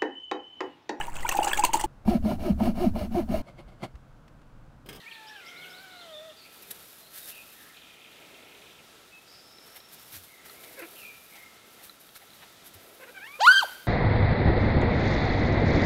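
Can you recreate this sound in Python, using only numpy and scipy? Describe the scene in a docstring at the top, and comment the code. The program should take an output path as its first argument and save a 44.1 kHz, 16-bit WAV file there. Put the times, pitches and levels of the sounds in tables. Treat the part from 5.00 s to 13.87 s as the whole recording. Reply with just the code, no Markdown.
"""A puppy and a kitten tussle on a lawn below a deck, in soft air and a far, gusting breeze.
First a thin whine sinks away while small birds chirp, whistle and chatter in the trees.
Paws swish through the grass and thud on the soil; from midway a plastic case ticks and the puppy
huffs through its nose and grunts. At the end a rising whimper breaks into one loud, open-mouthed yelp
that briefly overloads the microphone, and the house and the yard throw it back."""
import sys
import numpy as np
from scipy import signal
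from scipy.fft import rfft, irfft, next_fast_len
from scipy.io import wavfile

SR = 44100
rng = np.random.default_rng(int(sys.argv[2]) if len(sys.argv) > 2 else 0)


def bounce(signal):
    """Save signal as a 16-bit WAV file at the path given by the first command-line argument."""
    frames = np.transpose(np.atleast_2d(signal))
    limited = np.clip(frames, -1, 1)
    pcm = np.round(limited * 32767).astype(np.int16)
    wavfile.write(sys.argv[1], SR, pcm)


N = 391166
TIME = np.arange(N) / SR
TOP_HZ = 15750  # upper edge of the sound

# overtone colour behind a nearly shut mouth: (frequency [Hz], gain [dB])
SHUT_MOUTH = [(600, -8.5), (1150, -16), (1550, -6.5), (1900, -12.5), (2400, -10), (2700, -13),
              (3050, -22.5), (4500, -32), (8000, -50.5)]


def yelp():
    """One loud arch of pitch; the mouth flies open early and flashes the upper overtones."""
    # the arch: (time [s], pitch [Hz], fundamental [dB], second harmonic [dB])
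    contour = [(8.388, 497, -49, -59), (8.4, 510, -37, -45), (8.411, 747, -23.5, -35.5),
               (8.44, 945, -19.5, -39), (8.46, 1055, -18, -35), (8.478, 1402, -8, -23.5),
               (8.493, 1478, -9, -28), (8.515, 1530, -12.5, -28), (8.535, 1604, -23.5, -29),
               (8.55, 1576, -21.5, -29), (8.572, 1548, -16.5, -26), (8.588, 1590, -22, -24.5),
               (8.599, 1523, -22, -31), (8.61, 1389, -31, -34.5), (8.621, 1092, -32, -53),
               (8.632, 905, -23, -44), (8.65, 480, -39, -60)]
    # overtone colour of a wide-open mouth: (frequency [Hz], gain [dB])
    open_mouth = [(1000, -4), (1500, -9.5), (2100, -20), (2700, -15), (3100, -13.5), (3600, -19),
                  (4400, -14), (5100, -26.5), (5900, -32), (6500, -32), (7300, -30.5), (8800, -34.5),
                  (11000, -41), (15500, -46.5)]
    return cry(contour, open_mouth, tone_db=-.3, overtone_db=-.7, jitter=.04, shimmer_db=4.5,
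               rasp_db=-14.5, rasp_hz=4000, rough_floor=.12, rough_per_db=.009, gape_db=15)


def mic_overload():
    """A short low crackle as the loudest peak overloads the microphone."""
    spectrum = [(30, -2), (120, 3), (250, -4), (500, -3), (1200, -11), (4000, -39.5)]
    return gain(-41) * swell(8.481, width_s=.0066) * colour(rng.standard_normal(N), spectrum)


def whimper():
    """A small closed-mouth cry that climbs toward the yelp."""
    # the climb: (time [s], pitch [Hz], fundamental [dB], second harmonic [dB])
    contour = [(8.14, 787, -71, -60.5), (8.176, 784, -56.5, -45), (8.198, 713.3, -61, -54),
               (8.268, 948.3, -56.5, -47.5), (8.278, 1083, -54.5, -49), (8.376, 1243, -57.5, -52),
               (8.39, 1169, -53, -61)]
    return cry(contour, SHUT_MOUTH, tone_db=.5, overtone_db=1, jitter=.05, shimmer_db=3,
               rasp_db=-16, rasp_hz=1000, rough_floor=.12, rough_per_db=.022)


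def whine():
    """A thin tone through the nose, sinking in pitch."""
    # the descent: (time [s], pitch [Hz], fundamental [dB], second harmonic [dB])
    contour = [(0.0, 977, -70, -56.5), (0.058, 921.6, -66, -54), (0.26, 874.9, -53, -57.5),
               (0.354, 837.3, -55, -49.5), (0.446, 682.2, -69, -57), (0.724, 750.6, -63, -54),
               (0.742, 719.8, -60, -55), (0.836, 768.2, -60.5, -54.5), (1.022, 693.4, -56, -58),
               (1.16, 606.0, -46, -62), (1.268, 649.0, -49.5, -63.5), (1.312, 612.6, -49.5, -65),
               (1.34, 599.0, -76.5, -75)]
    # overtone colour of the nose: (frequency [Hz], gain [dB])
    nose = [(1100, -3.5), (1550, -8), (1850, -6), (2100, -10), (2450, -19), (2800, -16.5), (3500, -25.5),
            (8000, -49.5)]
    return cry(contour, nose, jitter=.06, shimmer_db=2.5,
               rasp_db=-16.5, rasp_hz=1000, rough_floor=.2005, rough_per_db=.014)


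def grunts(tone_sag_db=7, overtone_sag_db=13):
    """Each grunt swells and sinks behind a nearly shut mouth, the overtones more than the fundamental."""
    # low grunts: (time [s], length [s], crest [share of length], start pitch [Hz], end pitch [Hz],
    # fundamental [dB], overtone drive [dB])
    cues = [(.53, .24, .4, 165, 175, -65, -68), (5.772, 0.0461, 0.66, 589.7, 484, -44, -39.5),
            (5.814, 0.0467, 0.288, 345, 335, -43.5, -39), (7.996, 0.0604, .73, 495.4, 545, -49, -42),
            (8.062, 0.0557, .6, 465.5, 521.5, -54, -45.5)]
    out, ends = np.zeros(N), np.array([1, 0, 1])
    for start, length, crest, start_hz, end_hz, tone_db, drive_db in cues:
        progress = np.array([0, crest, 1])
        pitch = start_hz + (end_hz - start_hz) * progress
        contour = np.transpose([start + length * progress, pitch,
                                tone_db - tone_sag_db * ends, drive_db - overtone_sag_db * ends])
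        out += voice(contour, SHUT_MOUTH, jitter=.073, shimmer_db=3,
                     rasp_db=-15, rasp_hz=1300, rough_floor=.358, rough_per_db=.3)
    return out


def cry(contour, throat, tone_db=0, overtone_db=0, **texture):
    """A drawn-out call; the second harmonic sets how hard the throat is driven."""
    driven = [(time, hz, first_db + tone_db, second_db + overtone_db - value_at(throat, 2 * hz))
              for time, hz, first_db, second_db in contour]
    return voice(driven, throat, **texture)


def voice(contour, throat, jitter, shimmer_db, rasp_db, rasp_hz, rough_floor, rough_per_db, gape_db=0):
    """Vocal folds sound a stack of harmonics; the weaker the tone, the shakier and raspier it gets."""
    gape_hz, gape_width_hz, gape_after_s, gape_s = 5950, 1180, .029, .021  # the open mouth's resonance
    times, *columns = np.transpose(contour)
    t = np.arange(times[0], times[-1], 1 / SR)
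    hz, tone_db, drive_db = (np.interp(t, times, column) for column in columns)
    roughness = np.clip(rough_floor + rough_per_db * (tone_db.max() - tone_db), 0, .7)
    opening_db = gape_db * np.exp(-((t - times[0] - gape_after_s) / gape_s) ** 2)
    shaky_hz = hz * (1 + jitter * roughness * wobble(len(t), 213.8))
    phase = 2 * np.pi * np.cumsum(shaky_hz) / SR
    overtones = np.zeros(len(t))
    for k in range(2, 22):
        mouth_db = opening_db * np.exp(-((k * hz - gape_hz) / gape_width_hz) ** 2)
        db = value_at(throat, k * hz) + mouth_db + shimmer_db * wobble(len(t), 103)
        overtones += gain(db) * (k * hz < TOP_HZ) * np.cos(k * phase + rng.uniform(0, 2 * np.pi))
    # air escapes in a puff once a cycle, duller than the voice
    dulled = [(f, db - 4 * max(np.log2(f / 4500), 0)) for f, db in throat if f > rasp_hz]
    puffs = colour(rng.standard_normal(len(t)) * (1 + np.cos(phase)), [(rasp_hz / 2, -50)] + dulled)
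    rasp = gain(rasp_db) * roughness * puffs
    sound = gain(tone_db) * np.cos(phase) + gain(drive_db) * (overtones + rasp)
    out = np.zeros(N)
    add(out, times[0], np.sqrt(2) * sound * signal.windows.tukey(len(t), 256 / len(t)))
    return out


def huffs():
    """Short blasts of air ring the puppy's muzzle."""
    # breaths through the nose: (peak time [s], width [s], level [dB])
    breaths = [(4.685, 0.0124, -61.5), (4.766, 0.0109, -50), (6.365, 0.029, -56), (6.81, 0.0214, -57),
               (7.23, 0.015, -55.5), (7.431, 0.0108, -49)]
    # muzzle resonances: (frequency [Hz], width [Hz], gain [dB])
    muzzle = [(800, 294, 3), (1490, 370, -8.5), (2000, 360, 7), (2620, 610, 7.5), (3720, 400, 2)]
    airflow = ring(rng.standard_normal(N), muzzle)
    return swells(breaths) * colour(airflow, [(300, -10.5), (700, 7.5), (3800, -4.5), (6000, -25)])


def grass(stir_db=-1, clump_db=1.32, tread_db=1, thatch_db=-12):
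    """Blades snap and brush in clumps; harder steps also crush the dry thatch below."""
    # quick paw swipes: (peak time [s], width [s], blade level [dB], thatch level [dB])
    swipes = [(1.63, .005, -50, -68.5), (1.713, 0.00398, -34.5, -72), (2.17, 0.027, -53.5, -63.5),
              (2.292, 0.0121, -45.5, -55.5), (4.767, 0.0062, -49.5, -58), (4.935, 0.01, -53.5, -72),
              (5.15, 0.0193, -45, -51.5), (5.46, 0.0057, -52.5, -54), (5.642, 0.0053, -55, -50),
              (5.797, 0.0051, -49, -64.5), (6.366, .005, -62, -51.5), (6.848, 0.0102, -50, -61.5),
              (7.012, 0.0072, -56.5, -66.5), (7.163, 0.0084, -50, -52), (7.67, 0.0135, -48, -65.5),
              (7.746, .006, -50, -57), (8.632, 0.0062, -48, -52.5), (8.68, 0.075, -53, -55.5)]
    # colour of brushed blades: (frequency [Hz], level [dB])
    blade_spectrum = [(180, -17.5), (300, -4.5), (424, -11.5), (509, -13.5), (601, -1.5), (1200, -28.5),
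                      (1570, -2.5), (2180, -11), (3640, -2.5), (6710, -8), (12600, 3), (15600, -4.5)]
    thatch_spectrum = [(150, -6), (500, -12), (1800, 1), (4000, -2), (6500, -5.5), (12000, -23.5)]
    stir = scuffling() * gain(stir_db + clump_db * wobble(N, 53) + tread_db * wobble(N, 12))
    brush = stir + swells((time, width, db) for time, width, db, _ in swipes)
    crush = gain(thatch_db) * stir + swells((time, width, db) for time, width, _, db in swipes)
    blades = colour(crackle(per_s=14000, spread_db=2.62), blade_spectrum)
    thatch = colour(crackle(per_s=5000, spread_db=1.64), thatch_spectrum)
    return brush * blades + crush * thatch


def scuffling(attack_s=.0332, settle_s=.131, still_db=-67):
    """The envelope of the tussle: blades bend at once and spring back slowly."""
    # bouts of scuffling: (start [s], end [s], level [dB])
    bouts = [(.6, .8, -61), (1.421, 1.53, -58.5), (1.538, 1.999, -52.5), (2.149, 2.276, -46),
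             (2.3, 2.621, -52.5), (4.673, 4.7, -55.5), (4.927, 5.284, -53.5), (5.47, 5.9, -53),
             (5.909, 6.031, -50), (6.1, 6.428, -56.5), (6.678, 6.882, -56.5), (7.01, 7.48, -58.5),
             (7.75, 8.87, -57.5)]
    stir = np.full(N, gain(still_db))
    for start, end, db in bouts:
        falloff = np.maximum(start - TIME, 0) / attack_s + np.maximum(TIME - end, 0) / settle_s
        stir = np.maximum(stir, gain(db) * np.exp(-np.minimum(falloff, 20)))
    return stir


def paws(decay_s=.0128):
    """Each landing gives the soil a low, quickly damped push."""
    # thuds on soft earth: (time [s], level [dB], pitch [Hz])
    landings = [(1.68, -60.5, 170.5), (5.132, -53, 120.6), (5.159, -50, 90), (5.2, -58.5, 80),
                (5.438, -65, 175), (5.82, -62.5, 149.7), (7.749, -50, 94)]
    out, t = np.zeros(N), np.arange(SR // 4) / SR
    push = t / decay_s * np.exp(1 - t / decay_s)
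    for time, db, hz in landings:
        add(out, time, gain(db) * push * np.sin(2 * np.pi * hz * t))
    return out


def case_ticks(decay_s=.00223, trim_db=-1):
    """Tiny slips of the hand ring a plastic case."""
    # dry ticks: (time [s], level [dB])
    slips = [(4.5845, -42.5), (4.8034, -39.5), (5.4965, -38), (6.031, -45), (6.0532, -47), (6.8953, -35.5),
             (7.09, -43), (7.155, -42), (7.3038, -43.5), (7.3332, -43), (8.0925, -48)]
    # case resonances: (frequency [Hz], width [Hz], gain [dB])
    modes = [(1344, 130, 5), (1990, 590, 2), (3280, 430, 1.5), (3948, 320, 6)]
    out, t = np.zeros(N), np.arange(SR // 20) / SR
    for time, db in slips:
        slip = rng.standard_normal(len(t)) * np.exp(-t / decay_s)
        tick = ring(ring(slip, modes), modes)
        add(out, time, gain(db + trim_db) * tick / abs(tick).max())
    return out


def birds(clear_buzz=.035):
    """Chirps, whistles and chatter; plain notes carry clearly, buzzy ones come from deep in the leaves."""
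    # quick sweeps: (time [s], length [s], pitch [Hz], glide [octaves], level [dB], buzz [share of pitch])
    chirps = [(.056, .038, 2356, .36, -45, .006), (.109, .024, 2744, -.85, -43.5, .003),
              (.117, 0.0544, 3879, -0.28, -52, .06), (.259, 0.049, 5194, 0.213, -53, .05),
              (0.265, 0.0326, 3320, 0.33, -52, .06), (.348, .04, 2950, -.35, -54, .02),
              (0.39, 0.0244, 2643, -0.493, -50.5, .012), (.454, .038, 5360, .39, -51.5, .06),
              (.46, .052, 3306, 0.29, -51.5, .05), (0.554, 0.041, 3880, .4, -52, .006),
              (.611, 0.0439, 2983, -0.344, -45.5, .07), (.688, .041, 5150, .14, -54, .036),
              (.722, .041, 3702, .42, -51.5, .006), (.768, 0.038, 4260, -0.15, -55, .08),
              (.902, .028, 3750, .35, -54, .01), (.94, 0.089, 4105, 0.147, -55, .047),
              (1.001, 0.0484, 3266, -0.238, -50, .058), (1.069, 0.049, 3212, 0.203, -52, .04),
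              (1.121, 0.0767, 3558, -0.1, -46.5, .025), (1.291, 0.0188, 3187, -0.546, -50.5, .022),
              (1.436, 0.0424, 2544, -0.315, -54, .056), (1.613, .04, 2550, -.39, -59, .025),
              (2.202, .076, 3736, -0.056, -56.5, .007), (4.11, .095, 2595, 0.0066, -54, .005)]
    # long slurs: (time [s], length [s], start pitch [Hz], end pitch [Hz], level [dB], buzz [share of pitch]);
    # the first row is the whine's bright third harmonic, sounded here as a whistle
    whistles = [(.38, .32, 2030, 2250, -50, .028), (1.351, 0.119, 4436, 4690, -58.5, .05),
                (2.009, 0.086, 4084, 4230, -61.5, .02), (2.28, .16, 2740, 2560, -51.5, .055),
                (2.52, 0.25, 1784, 1888, -56.5, .08), (2.7, 1.05, 1950, 2120, -63.5, .05),
                (4.241, .19, 4852, 5106, -56.5, .055), (4.381, 0.308, 5080, 5380, -59, .03),
                (4.601, .34, 5394, 5420, -61.5, .026), (4.934, .2, 5585, 5600, -65, .03),
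                (5.24, .31, 2132, 1933, -54.5, .038), (5.499, .33, 2111, 2140, -59.5, .05),
                (5.937, .14, 2970, 2460, -51, .057), (6.018, .12, 2470, 2340, -50.5, .022),
                (6.28, .22, 2200, 1997, -53, .05), (6.45, .3, 2100, 2080, -64, .04)]
    slurs = [(time, length, np.sqrt(start_hz * end_hz), np.log2(end_hz / start_hz), db, buzz)
             for time, length, start_hz, end_hz, db, buzz in whistles]
    clear, hidden = np.zeros((2, N))
    for time, length, hz, octaves, db, buzz in chirps + slurs:
        note = gain(db) * bird_note(length, hz, octaves, buzz)
        clear_share = np.exp(-buzz / clear_buzz)
        add(clear, time, np.sqrt(clear_share) * note)
        add(hidden, time, np.sqrt(1 - clear_share) * note)
    chips = chatter()
    return clear + gain(-5.5) * chips + foliage(hidden + gain(-3) * chips)


def chatter(chips_per_s=54, pitch_spread=.14, spread_db=4.5, bursts_per_s=6.5, burst_db=2):
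    """Quick falling chips, each at its own pitch and strength, come in bursts and fade as they go."""
    # runs of bird chatter: (start [s], end [s], pitch [Hz], opening level [dB], fade [dB/s])
    runs = [(0, 1.8, 3300, -53, 6.5), (2.74, 3.8, 2860, -51, 4)]
    out = np.zeros(N)
    for start, end, hz, db, fade in runs:
        for time in np.arange(start, end, 1 / chips_per_s):
            late, high, loud = rng.uniform(-1, 1, 3)
            age = time - start
            effort_db = db - fade * age + burst_db * np.cos(2 * np.pi * bursts_per_s * age)
            chip = bird_note(length_s=.01104, hz=hz * (1 + pitch_spread * high), octaves=-1, buzz=.033)
            add(out, time + late / chips_per_s / 2, gain(effort_db + spread_db * loud) * chip)
    return out


def bird_note(length_s, hz, octaves, buzz):
    """One whistled glide through hz, with a fast flutter of pitch."""
    glide = np.linspace(-.5, .5, int(length_s * SR))
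    pitch = hz * 2 ** (octaves * glide) * (1 + buzz * wobble(len(glide), 190))
    return np.sqrt(2) * np.sin(2 * np.pi * np.cumsum(pitch) / SR) * signal.windows.tukey(len(glide), .5)


def foliage(song, decay_s=.0179):
    """Leaves and twigs near a bird scatter its song over a few hundredths of a second."""
    t = np.arange(SR // 8) / SR
    taps = rng.standard_normal(len(t)) * np.exp(-t / decay_s)
    return signal.oaconvolve(song, taps / np.linalg.norm(taps))[:N]


def walls(sound):
    """The house, the deck and the fence throw back single echoes."""
    # slapbacks: (delay [s], level [dB])
    echoes = [(.0125, -17), (.047, -22), (.062, -26), (.088, -30), (.135, -36.5), (.19, -39.5)]
    out = np.zeros(N)
    for delay, db in echoes:
        add(out, delay, gain(db) * sound)
    return out


def yard(sound):
    """Trees and fences scatter a tail of sparse reflections, each band dying at its own speed."""
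    # reverb decay: (frequency [Hz], time to fall 60 dB [s])
    decay_times = [(200, 0.16), (1500, 0.778), (4000, 1), (9000, 1), (15000, 0.815)]
    taps = np.zeros(SR)
    slots = np.arange(600, SR - 20, 20)
    taps[slots + rng.integers(0, 20, len(slots))] = rng.choice([-1., 1.], len(slots))
    hz, t, bands = signal.stft(taps, SR, nperseg=256)
    decay = gain(-60 * t / value_at(decay_times, hz)[:, None])
    tail = signal.istft(bands * decay, SR, nperseg=256)[1]
    return signal.fftconvolve(sound, tail / np.linalg.norm(tail))[:N]


def air(hush_db=-56.5, drift_db=-1.05, calm_db=-70):
    """A soft hush with a few narrow resonances, and a far breeze that comes and goes."""
    # colour of the outdoor air: (frequency [Hz], level [dB])
    hush_spectrum = [(15, -48), (25, -9), (188, 1), (400, -2), (568, -4), (650, -1), (1080, -4.5),
                     (1310, -2), (1500, -4), (2860, -5), (3740, -2.5), (4170, -6), (6410, -10),
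                     (12900, -15.5), (15600, -21)]
    # narrow resonances in the hush: (frequency [Hz], width [Hz], level [dB])
    resonances = [(415, 101, -74), (1324.2, 44.3, -67.5), (3791, 54, -75.5)]
    # far gusts: (peak time [s], width [s], level [dB])
    gusts = [(.65, 0.2487, -61.5), (1.65, 0.158, -66), (2.27, 0.118, -67), (3.42, 0.214, -57.7),
             (3.9, .12, -66.5), (4.65, 0.218, -65), (5.75, 0.212, -56.5), (6.8, 0.214, -67.5),
             (7.95, 0.189, -57.5), (8.7, 0.245, -62)]
    breeze_spectrum = [(80, -24), (250, -7), (420, 0), (700, -5), (1200, -15), (2300, -11.5), (5000, -26)]
    hush = gain(hush_db + drift_db * wobble(N, 4.6)) * colour(rng.standard_normal(N), hush_spectrum)
    ringing = sum(gain(db) * unit_rms(ring(rng.standard_normal(N), [(hz, width, 0)]))
                  for hz, width, db in resonances)
    breeze = (gain(calm_db) + swells(gusts)) * colour(rng.standard_normal(N), breeze_spectrum)
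    return hush + ringing + breeze


def gain(db):
    """Decibels to a factor."""
    return 10 ** (np.asarray(db) / 20)


def unit_rms(x):
    """Scales to an rms of 1."""
    return x / np.sqrt(np.mean(x ** 2) + 1e-20)


def value_at(curve, hz):
    """A curve's value at hz, on a log frequency axis."""
    freqs, values = np.transpose(curve)
    return np.interp(np.log(hz + 1), np.log(freqs + 1), values)


def add(mix, time, sound):
    """Mixes a sound in at a time in seconds."""
    part = mix[max(round(time * SR), 0):][:len(sound)]
    part += sound[:len(part)]


def colour(x, spectrum):
    """Equalises x by (frequency [Hz], level [dB]) points, at an rms of 1."""
    span = next_fast_len(len(x), True)
    eq = gain(value_at(spectrum, np.fft.rfftfreq(span, 1 / SR)))
    return unit_rms(irfft(rfft(x, span) * eq, span)[:len(x)])


def ring(x, modes):
    """Passes x through parallel resonances."""
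    return sum(gain(db) * signal.lfilter(*signal.iirpeak(hz, hz / width, SR), x)
               for hz, width, db in modes)


def wobble(size, hz):
    """Smooth random motion with an rms near 1, up to about hz."""
    span = next_fast_len(size + 4096)
    lowpass = np.exp(-(np.fft.rfftfreq(span, 1 / SR) / hz) ** 2)
    return unit_rms(irfft(rfft(rng.standard_normal(span)) * lowpass, span))[:size]


def swell(time, width_s):
    """A bell-shaped envelope."""
    out, near = np.zeros(N), abs(TIME - time) < 5 * width_s
    out[near] = np.exp(-((TIME[near] - time) / width_s) ** 2 / 2)
    return out


def swells(cues):
    """One envelope from bells of (peak time [s], width [s], level [dB])."""
    return sum(gain(db) * swell(time, width) for time, width, db in cues)


def crackle(per_s, spread_db):
    """A train of tiny snaps, most small and a few large."""
    strength = gain(spread_db * np.minimum(rng.exponential(1, N), 5))
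    return strength * rng.standard_normal(N) * (rng.random(N) < per_s / SR)


def scene():
    """Animals up front on the lawn, birds further off and more diffuse, air all round."""
    loud_yelp, thin_whine = yelp(), whine()
    near = loud_yelp + thin_whine + whimper() + mic_overload() + grunts() + huffs() + grass()
    song = birds()
    far = gain(-1) * song + gain(-7) * yard(song + gain(-11) * thin_whine)
    reflections = walls(near) + gain(-20) * yard(near)
    return (near + reflections + far + paws() + case_ticks() + air())[None]


def record(dry, bend=.019):
    """The microphone bends a little under loud peaks; deep rumble and the very top are cut."""
    rumble_cut = signal.butter(1, 22, "high", fs=SR, output="sos")
    top_cut = signal.firwin(511, TOP_HZ, window=("kaiser", 9), fs=SR)
    bent = dry + bend * dry ** 2
    return signal.oaconvolve(signal.sosfilt(rumble_cut, bent), top_cut[None], "same")


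dry = scene()
out = record(dry)
bounce(out)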